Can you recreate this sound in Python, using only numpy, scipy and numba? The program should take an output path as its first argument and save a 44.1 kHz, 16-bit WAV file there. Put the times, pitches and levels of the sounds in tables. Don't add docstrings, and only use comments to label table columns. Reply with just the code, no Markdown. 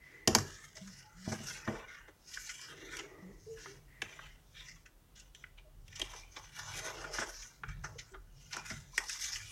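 import sys
import numpy as np
from scipy import signal
from scipy.fft import rfft, irfft
from scipy.io import wavfile
from scipy.ndimage import uniform_filter1d
from numba import njit

SR = 44100
rng = np.random.default_rng(int(sys.argv[2]) if len(sys.argv) > 2 else 0)


def wrap_up_sound(samples):
    columns = np.atleast_2d(samples).T
    tamed = np.clip(columns, -1, 1)
    steps = np.round(tamed * 32767).astype(np.int16)
    wavfile.write(sys.argv[1], SR, steps)


N = 419391

# t/s, rise/s, hold/s, treble level/dB, body level/dB, body centre f/Hz
SLIDES = [(0, 0.049, 0.13, -74.5, -72.5, 1680), (.27, 0.014, 0.098, -52, -51, 1600),
          (.45, 0.015, 0.17, -58, -61, 1740), (.75, 0.0032, 0.24, -59.5, -65.5, 1820),
          (1.15, 0.16, 0.051, -51, -55, 1660), (1.38, 0.085, 0.089, -50, -52.5, 2070),
          (1.62, 0.034, 0.14, -61.5, -53, 1600), (1.84, 0.048, 0.057, -64, -54, 1530),
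          (2.22, 0.1, 0.15, -52.5, -59.5, 2440), (2.4, 0.055, 0.21, -55, -57, 1890),
          (2.66, 0.035, 0.28, -64, -58.5, 1690), (2.88, 0.041, 0.015, -51.5, -47.5, 1700),
          (3.25, 0.39, 0.047, -58, -72.5, 2370), (3.54, 0.035, 0.13, -97.5, -64, 1860),
          (4.01, 0.025, 0.23, -63, -59, 1950), (4.4, 0.22, 0.11, -63, -68.5, 2500),
          (4.53, 0.017, 0.059, -78.5, -58, 1840), (5.15, 0.007, 0.038, -67, -69.5, 2580),
          (5.345, .01, 0.021, -68.5, -69, 2700), (5.87, 0.11, 0.19, -57.5, -57.5, 2390),
          (6.3, 0.026, 0.13, -62, -67, 2240), (6.5, 0.066, 0.21, -52.5, -52.5, 1800),
          (6.69, 0.033, 0.059, -49, -47.5, 2270), (6.81, 0.04, 0.037, -49.5, -50, 1710),
          (6.92, 0.021, 0.096, -57, -55, 1710), (7.1, 0.038, 0.068, -48, -46.5, 1590),
          (7.25, 0.015, 0.19, -54, -63, 1710), (7.62, 0.049, 0.038, -68, -62, 1730),
          (7.82, 0.0067, 0.25, -67.5, -72.5, 1470), (8.3, 0.11, 0.1, -66, -71.5, 2590),
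          (8.5, 0.01, 0.054, -54, -54, 2270), (8.62, 0.038, 0.088, -53.5, -57.5, 1680),
          (8.84, 0.14, 0.094, -54, -65.5, 1880), (9.08, 0.0056, 0.048, -46.5, -51, 1930),
          (9.17, 0.038, 0.14, -45, -50, 2140), (9.4, 0.011, 0.053, -53, -55, 2360)]
# t/s, rise/s, hold/s, level/dB, centre f/Hz
FLAPS = [(0, 0.13, 0.2, -65, 368), (.27, 0.014, 0.1, -42.5, 424), (1.25, 0.012, 0.35, -62.5, 554),
         (1.66, 0.013, 0.091, -46, 590), (2.62, 0.12, 0.56, -56, 376), (3.55, 0.027, 0.21, -67, 400),
         (4.02, 0.022, 0.19, -66, 653), (5.93, 0.05, 0.22, -62, 840), (6.34, 0.027, 0.046, -60, 840),
         (6.55, 0.027, 0.31, -55.5, 910), (6.75, 0.11, 0.41, -52.5, 577), (7.83, 0.018, 0.11, -64, 680),
         (8.52, 0.025, 0.014, -49, 880), (8.97, 0.011, 0.044, -57, 820)]
# t/s, length/s, f/Hz, level/dB
WARBLES = [(0, 0.41, 2003, -54), (0.754, 0.081, 637, -58), (0.812, 0.14, 194, -46.5),
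           (1.02, 0.18, 853, -61.5), (1.087, 0.18, 1368, -59.5), (1.14, 0.47, 182.5, -51.5),
           (3.044, 0.42, 1954, -59.5), (3.22, 0.11, 191.3, -44), (3.1, .22, 1210, -64),
           (3.465, 0.14, 446.5, -43.5), (3.562, 0.093, 1690, -54.5), (3.66, 0.11, 399, -51),
           (3.869, 0.59, 1960, -59), (5.647, 0.071, 620, -59.5), (7.956, 0.022, 470, -46),
           (8.115, 0.089, 375, -52.5), (8.93, 0.033, 1040, -55.5)]
# t/s, rumble level/dB, thrum level/dB
HANDLING = [(.25, -70, -74), (.31, -55, -34), (.55, -65, -66.5), (1.1, -64, -66), (1.35, -59, -59),
            (2.2, -63.5, -78), (2.9, -62.5, -65.5), (4.3, -61, -68), (5.1, -64.5, -76), (5.8, -55, -62.5),
            (6.25, -61.5, -67.5), (6.8, -53, -57), (7.55, -65.5, -77.5), (7.68, -44, -48),
            (8.0, -56.5, -63), (8.6, -60, -68.5), (8.72, -50, -52.5), (9.0, -63.5, -76), (9.4, -55, -62)]
# t/s, treble level/dB, body level/dB, low level/dB, body centre f/Hz
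SNAPS = [(0.2746, -10.5, -12, -17.5, 2500), (0.3494, -8, -13.5, -13, 2140), (0.384, -24, -30, -26.5, 1500),
         (1.676, -49.5, -25.5, -21, 1584), (2.372, -53, -31, -52, 1480), (2.968, -29, -30, -55, 2050),
         (3.6574, -56.5, -33.5, -41, 1275), (4.0181, -30, -24.5, -34, 2310), (4.19, -61, -34, -42.5, 1488),
         (5.348, -46.5, -37, -73, 2846), (5.4387, -74, -38.5, -50.5, 1990), (5.8794, -45.5, -41, -78, 2880),
         (5.9259, -51, -44.5, -73, 2470), (5.9957, -30, -29.5, -35.5, 2530),
         (6.0156, -29, -22.5, -30, 2830), (7.184, -46, -23, -27.5, 1510), (7.634, -56, -26.5, -40, 1435),
         (8.566, -35, -31.5, -33, 1330), (8.978, -21, -16.5, -33, 1840), (9.0946, -27.5, -26, -61, 1770)]
CRUNCHES = [(0.766, -39.5, -42.5, -47.5, 1790), (0.873, -42.5, -44, -71, 1570),
            (1.273, -47, -52, -39.5, 1330), (1.319, -31.5, -33, -29.5, 1300), (2.0795, -57, -46, -41, 1750),
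            (2.338, -33.5, -39.5, -73, 3220), (2.4924, -33, -30.5, -75, 1950),
            (2.9886, -35.5, -32.5, -40, 1926), (4.857, -50.5, -42, -75, 1830),
            (5.1951, -42.5, -49.5, -75, 3000), (5.578, -62.5, -47.5, -52.5, 2590),
            (5.9564, -36, -36.5, -67, 3006), (6.135, -42, -42, -39, 1600), (6.363, -40.5, -34.5, -40, 1800),
            (6.782, -39, -35, -60, 1490), (7.042, -59, -33, -36.5, 1170), (7.1397, -32.5, -37, -55, 1460),
            (7.2164, -52.5, -25, -28, 1440), (7.423, -52, -40.5, -71, 2850), (7.685, -46, -37, -59, 1400),
            (7.841, -38.5, -28.5, -34, 1420), (7.9877, -36, -36.5, -69, 2410),
            (8.14, -64.5, -41, -41, 1226), (8.528, -32, -30, -55, 2370), (8.7004, -34, -30, -43, 1860),
            (9.241, -26, -36, -77, 1980), (9.356, -30.5, -35.5, -59, 2400)]
# t/s, level/dB, centre f/Hz
KNOCKS = [(0.275, -9.5, 380), (0.351, -12.5, 277), (0.388, -24, 129), (1.275, -20, 184), (1.316, -22, 216),
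          (1.399, -30.5, 222), (1.676, -17, 247), (4.02, -39, 330), (7.186, -29, 368), (8.567, -39.5, 373),
          (8.708, -29, 218)]
# f/Hz, width/Hz, level/dB
TREBLE_COLOUR = [(4265, 1300, -5.5), (5420, 1500, 2.5), (6124, 700, 4.5), (6810, 840, 0),
                 (7620, 2200, -7.5)]
# f/Hz, width/Hz, level/dB
TOP_COLOUR = [(9400, 5700, -0.5), (11800, 4500, -4.5), (14300, 4000, -17)]
# f/Hz, width/Hz, level/dB
SHEET_BODY = [(1259, 65, -0.5), (1474, 223, 3), (1750, 228, -0.5), (1989, 220, 2), (2345, 236, 0.5),
              (2840, 330, 3), (3200, 150, 2), (3530, 800, 1)]
SHEET_LOW = [(318.3, 85, 2.5), (382.5, 60, 3), (465, 96, 1.5), (600, 230, -5), (840, 117, -0.5),
             (1014, 556, 0.5)]
# f/Hz, width/Hz, level/dB
BENCH_THRUM = [(95.1, 37, -2), (142.2, 50, -1)]
BENCH_RUMBLE = [(40.6, 20, -3)]
# f/Hz, level/dB, fade time/s
BENCH_TONES = [(102, 3.5, .2), (140.4, -5, 0.23), (215, 1.5, 0.18), (243, -0.5, 0.18), (335, -6.5, 0.19),
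               (376, -4.5, 0.16), (640.5, 3.5, 0.076), (762, -3.5, 0.14), (1076, -9, 0.21)]
# f/Hz, level/dB
HISS_COLOUR = [(47, -50.5), (80, -6), (174, -12), (431, -16.5), (1310, -23.5), (2130, -29), (12300, -32),
               (16000, -31)]


def gain(db):
    return 10 ** (np.asarray(db) / 20)


def at_level(x, db):
    return x * gain(db) / np.sqrt(np.mean(x ** 2))


def fade(t, fade_s):
    return np.exp(-np.log(1000) * t / fade_s)


def wander(per_s, size=N):
    hold = int(SR / per_s)
    steps = np.repeat(rng.standard_normal(size // hold + 1), hold)
    return 1.48 * uniform_filter1d(uniform_filter1d(steps, hold), hold)[:size]


def grit(scatter_db):
    noise = rng.standard_normal(N)
    sizes = np.minimum(rng.exponential(size=N), 6)
    return at_level(noise * gain(scatter_db * sizes), 0)


@njit
def band_pass(x, hz, width_hz, bend):
    out, band_state, low_state = np.empty(len(x)), 0., 0.
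    tuning, damping = np.tan(np.pi * hz / SR), width_hz / hz
    for i in range(len(x)):
        step = tuning * bend[i]
        band = (band_state + step * (x[i] - low_state)) / (1 + step * (step + damping))
        band_state = 2 * band - band_state
        low_state += 2 * step * band
        out[i] = damping * band
    return out


def ring(shake, bands, waver_db, per_s, centre_hz=None, db_per_octave=0):
    bend = 1 + .018 * wander(8)
    signs = np.sign(rng.standard_normal(N))
    out, power = 0, 0
    for k, (hz, width, db) in enumerate(bands):
        if centre_hz is not None:
            db = db - db_per_octave * np.abs(np.log2(centre_hz / hz))
        shift = k * N // len(bands)
        band = shake * np.roll(signs, shift)
        for widen in (2., 1., 1.):
            band = band_pass(band, float(hz), widen * width, np.roll(bend, shift))
        out += gain(db) * gain(waver_db * wander(per_s)) * band
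        power += gain(db) ** 2 * np.pi / 2 * width / SR
    return out / np.sqrt(power)


def strokes(table, fall_db_per_s):
    t = np.arange(N) / SR
    power, centre_hz = 1e-12, np.full(N, float(table[0][-1]))
    for start, rise, hold, *db, hz in table:
        rising_db = -19.5 * (1 - (t - start) / rise)
        falling_db = -fall_db_per_s * np.maximum(t - start - rise - hold, 0)
        shape_db = np.where(t < start + rise, rising_db, falling_db)
        power = power + np.outer(gain(db), gain(np.maximum(shape_db, -200))) ** 2
        centre_hz[t >= start] = hz
    return *(10 * np.log10(power)), centre_hz


def sliding(slips, treble_db, body_db, body_hz):
    top_db = 1.287 * treble_db + 4.5
    treble = ring(slips * gain(treble_db), TREBLE_COLOUR, waver_db=3, per_s=30)
    top = ring(slips * gain(top_db), TOP_COLOUR, waver_db=3, per_s=25)
    body = ring(slips * gain(body_db), SHEET_BODY, 4, 12, body_hz, db_per_octave=10.5)
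    return treble + top + body


def flapping(slips):
    db, centre_hz = strokes(FLAPS, fall_db_per_s=164.5)
    return ring(slips * gain(db), SHEET_LOW, 2.2, 22, centre_hz, db_per_octave=14)


def creaks(body_db, body_hz, per_s=120, low_hz=800, high_hz=3600):
    out, roughness = np.zeros(N + SR), wander(130)
    for when, pitch, size, length in rng.random((int(per_s * N / SR), 4)):
        i = int(when * N)
        hz = low_hz * (high_hz / low_hz) ** pitch
        t = np.arange(int(.1 * (.5 + length) * SR)) / SR
        swell = np.sin(np.pi * np.sqrt(t / t[-1])) ** 2
        db = body_db[i] - 9 + 7 * size - 8.2 * abs(np.log2(hz / body_hz[i]))
        out[i:i + len(t)] += gain(db) * swell * np.sin(2 * np.pi * hz * t)
    return out[:N] * roughness


def warbles():
    out = np.zeros(N)
    for start, length, hz, db in WARBLES:
        i, n = int(start * SR), int(length * SR)
        progress = np.linspace(0, 1, n)
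        flutter, drift = (wander(20 + hz / 11, n) for _ in range(2))
        tone = gain(1.6 * flutter) * np.sin(2 * np.pi * hz * length * progress + .79 * drift)
        rub = at_level(band_pass(rng.standard_normal(n), float(hz), hz / 24, np.ones(n)), -2)
        blur = min(hz / 2600, 1)
        swell = np.sin(np.pi * progress ** .53)
        out[i:i + n] += gain(db) * swell * ((1 - blur) * tone + blur * rub)
    return out


def handling():
    times, *levels = np.transpose(HANDLING)
    rumble, thrum = (gain(np.interp(np.arange(N) / SR, times, db)) for db in levels)
    return (ring(rng.standard_normal(N) * thrum, BENCH_THRUM, waver_db=3, per_s=9.8)
            + ring(rng.standard_normal(N) * rumble, BENCH_RUMBLE, waver_db=3, per_s=15))


def hiss():
    hz, db = np.transpose(HISS_COLOUR)
    all_hz = np.arange(N // 2 + 1) * SR / N + 1
    colour = gain(np.interp(np.log(all_hz), np.log(hz), db))
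    noise = irfft(rfft(rng.standard_normal(N)) * colour, N)
    return at_level(noise, -68.5) * gain(.5 * wander(5.1))


def buckling(table, rise_s, fade_s, ragged_db, top_db, gain_db):
    bursts, centre_hz = np.zeros((3, N)), np.full(N, float(table[0][-1]))
    t = np.arange(int(.2 * SR)) / SR
    shape = np.minimum(t / rise_s, 1) ** 2 * fade(np.maximum(t - rise_s, 0), fade_s)
    for when, *levels_db, hz in table:
        i = int((when - .71 * rise_s) * SR)
        bursts[:, i:i + len(t)] += np.outer(gain(levels_db), shape)[:, :N - i]
        centre_hz[i:] = hz
    treble, body, low = (burst * grit(1) * gain(gain_db + ragged_db * wander(400)) for burst in bursts)
    damped_body = [(hz, 1.6 * width, db) for hz, width, db in SHEET_BODY]
    return (ring(treble, TREBLE_COLOUR, waver_db=2.5, per_s=15)
            + ring(treble * gain(top_db), TOP_COLOUR, waver_db=-1.5, per_s=23)
            + ring(body, damped_body, 3.6, 10, centre_hz, db_per_octave=18.5)
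            + ring(low, SHEET_LOW, waver_db=3.5, per_s=15))


def knocks():
    out = np.zeros(N)
    hz, tone_db, fade_s = np.transpose(BENCH_TONES)[:, :, None]
    t = np.arange(int(.4 * SR)) / SR
    tones = np.sin(2 * np.pi * hz * t) * fade(t, fade_s) * np.minimum(t / .0032, 1)
    for start, db, centre_hz in KNOCKS:
        i = int(start * SR)
        push = rng.standard_normal(hz.shape)
        mix_db = tone_db + .62 * push - 4.7 * np.abs(np.log2(hz / centre_hz))
        out[i:i + len(t)] += gain(db - 16) * (np.sign(push) * gain(mix_db) * tones).sum(axis=0)
    return out


def room_echo(sound, fade_s=.28, echo_db=-12.5):
    t = np.arange(int(.5 * SR)) / SR
    tail = rng.standard_normal(len(t)) * fade(t, fade_s) * np.minimum(t / .0025, 1)
    tail *= gain(echo_db) / np.sqrt(np.sum(tail ** 2))
    return signal.fftconvolve(sound, tail)[:N]


def scene():
    treble_db, body_db, body_hz = strokes(SLIDES, fall_db_per_s=153.5)
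    body_db = np.maximum(body_db, -85.5)
    slips = grit(scatter_db=3) * gain(1.7 * wander(90))
    rustle = sliding(slips, treble_db, body_db, body_hz) + flapping(slips) + creaks(body_db, body_hz)
    snaps = buckling(SNAPS, rise_s=.0014, fade_s=.032, ragged_db=1.83, top_db=-9.5, gain_db=-8)
    crunches = buckling(CRUNCHES, rise_s=.013, fade_s=.081, ragged_db=1, top_db=-18.5, gain_db=-10)
    near = rustle + snaps + crunches + warbles() + handling() + knocks()
    return (near + room_echo(near) + hiss())[None]


def record(dry):
    return signal.sosfilt(signal.ellip(10, .2, 60, 16000, fs=SR, output="sos"), dry)


dry = scene()
out = record(dry)
wrap_up_sound(out)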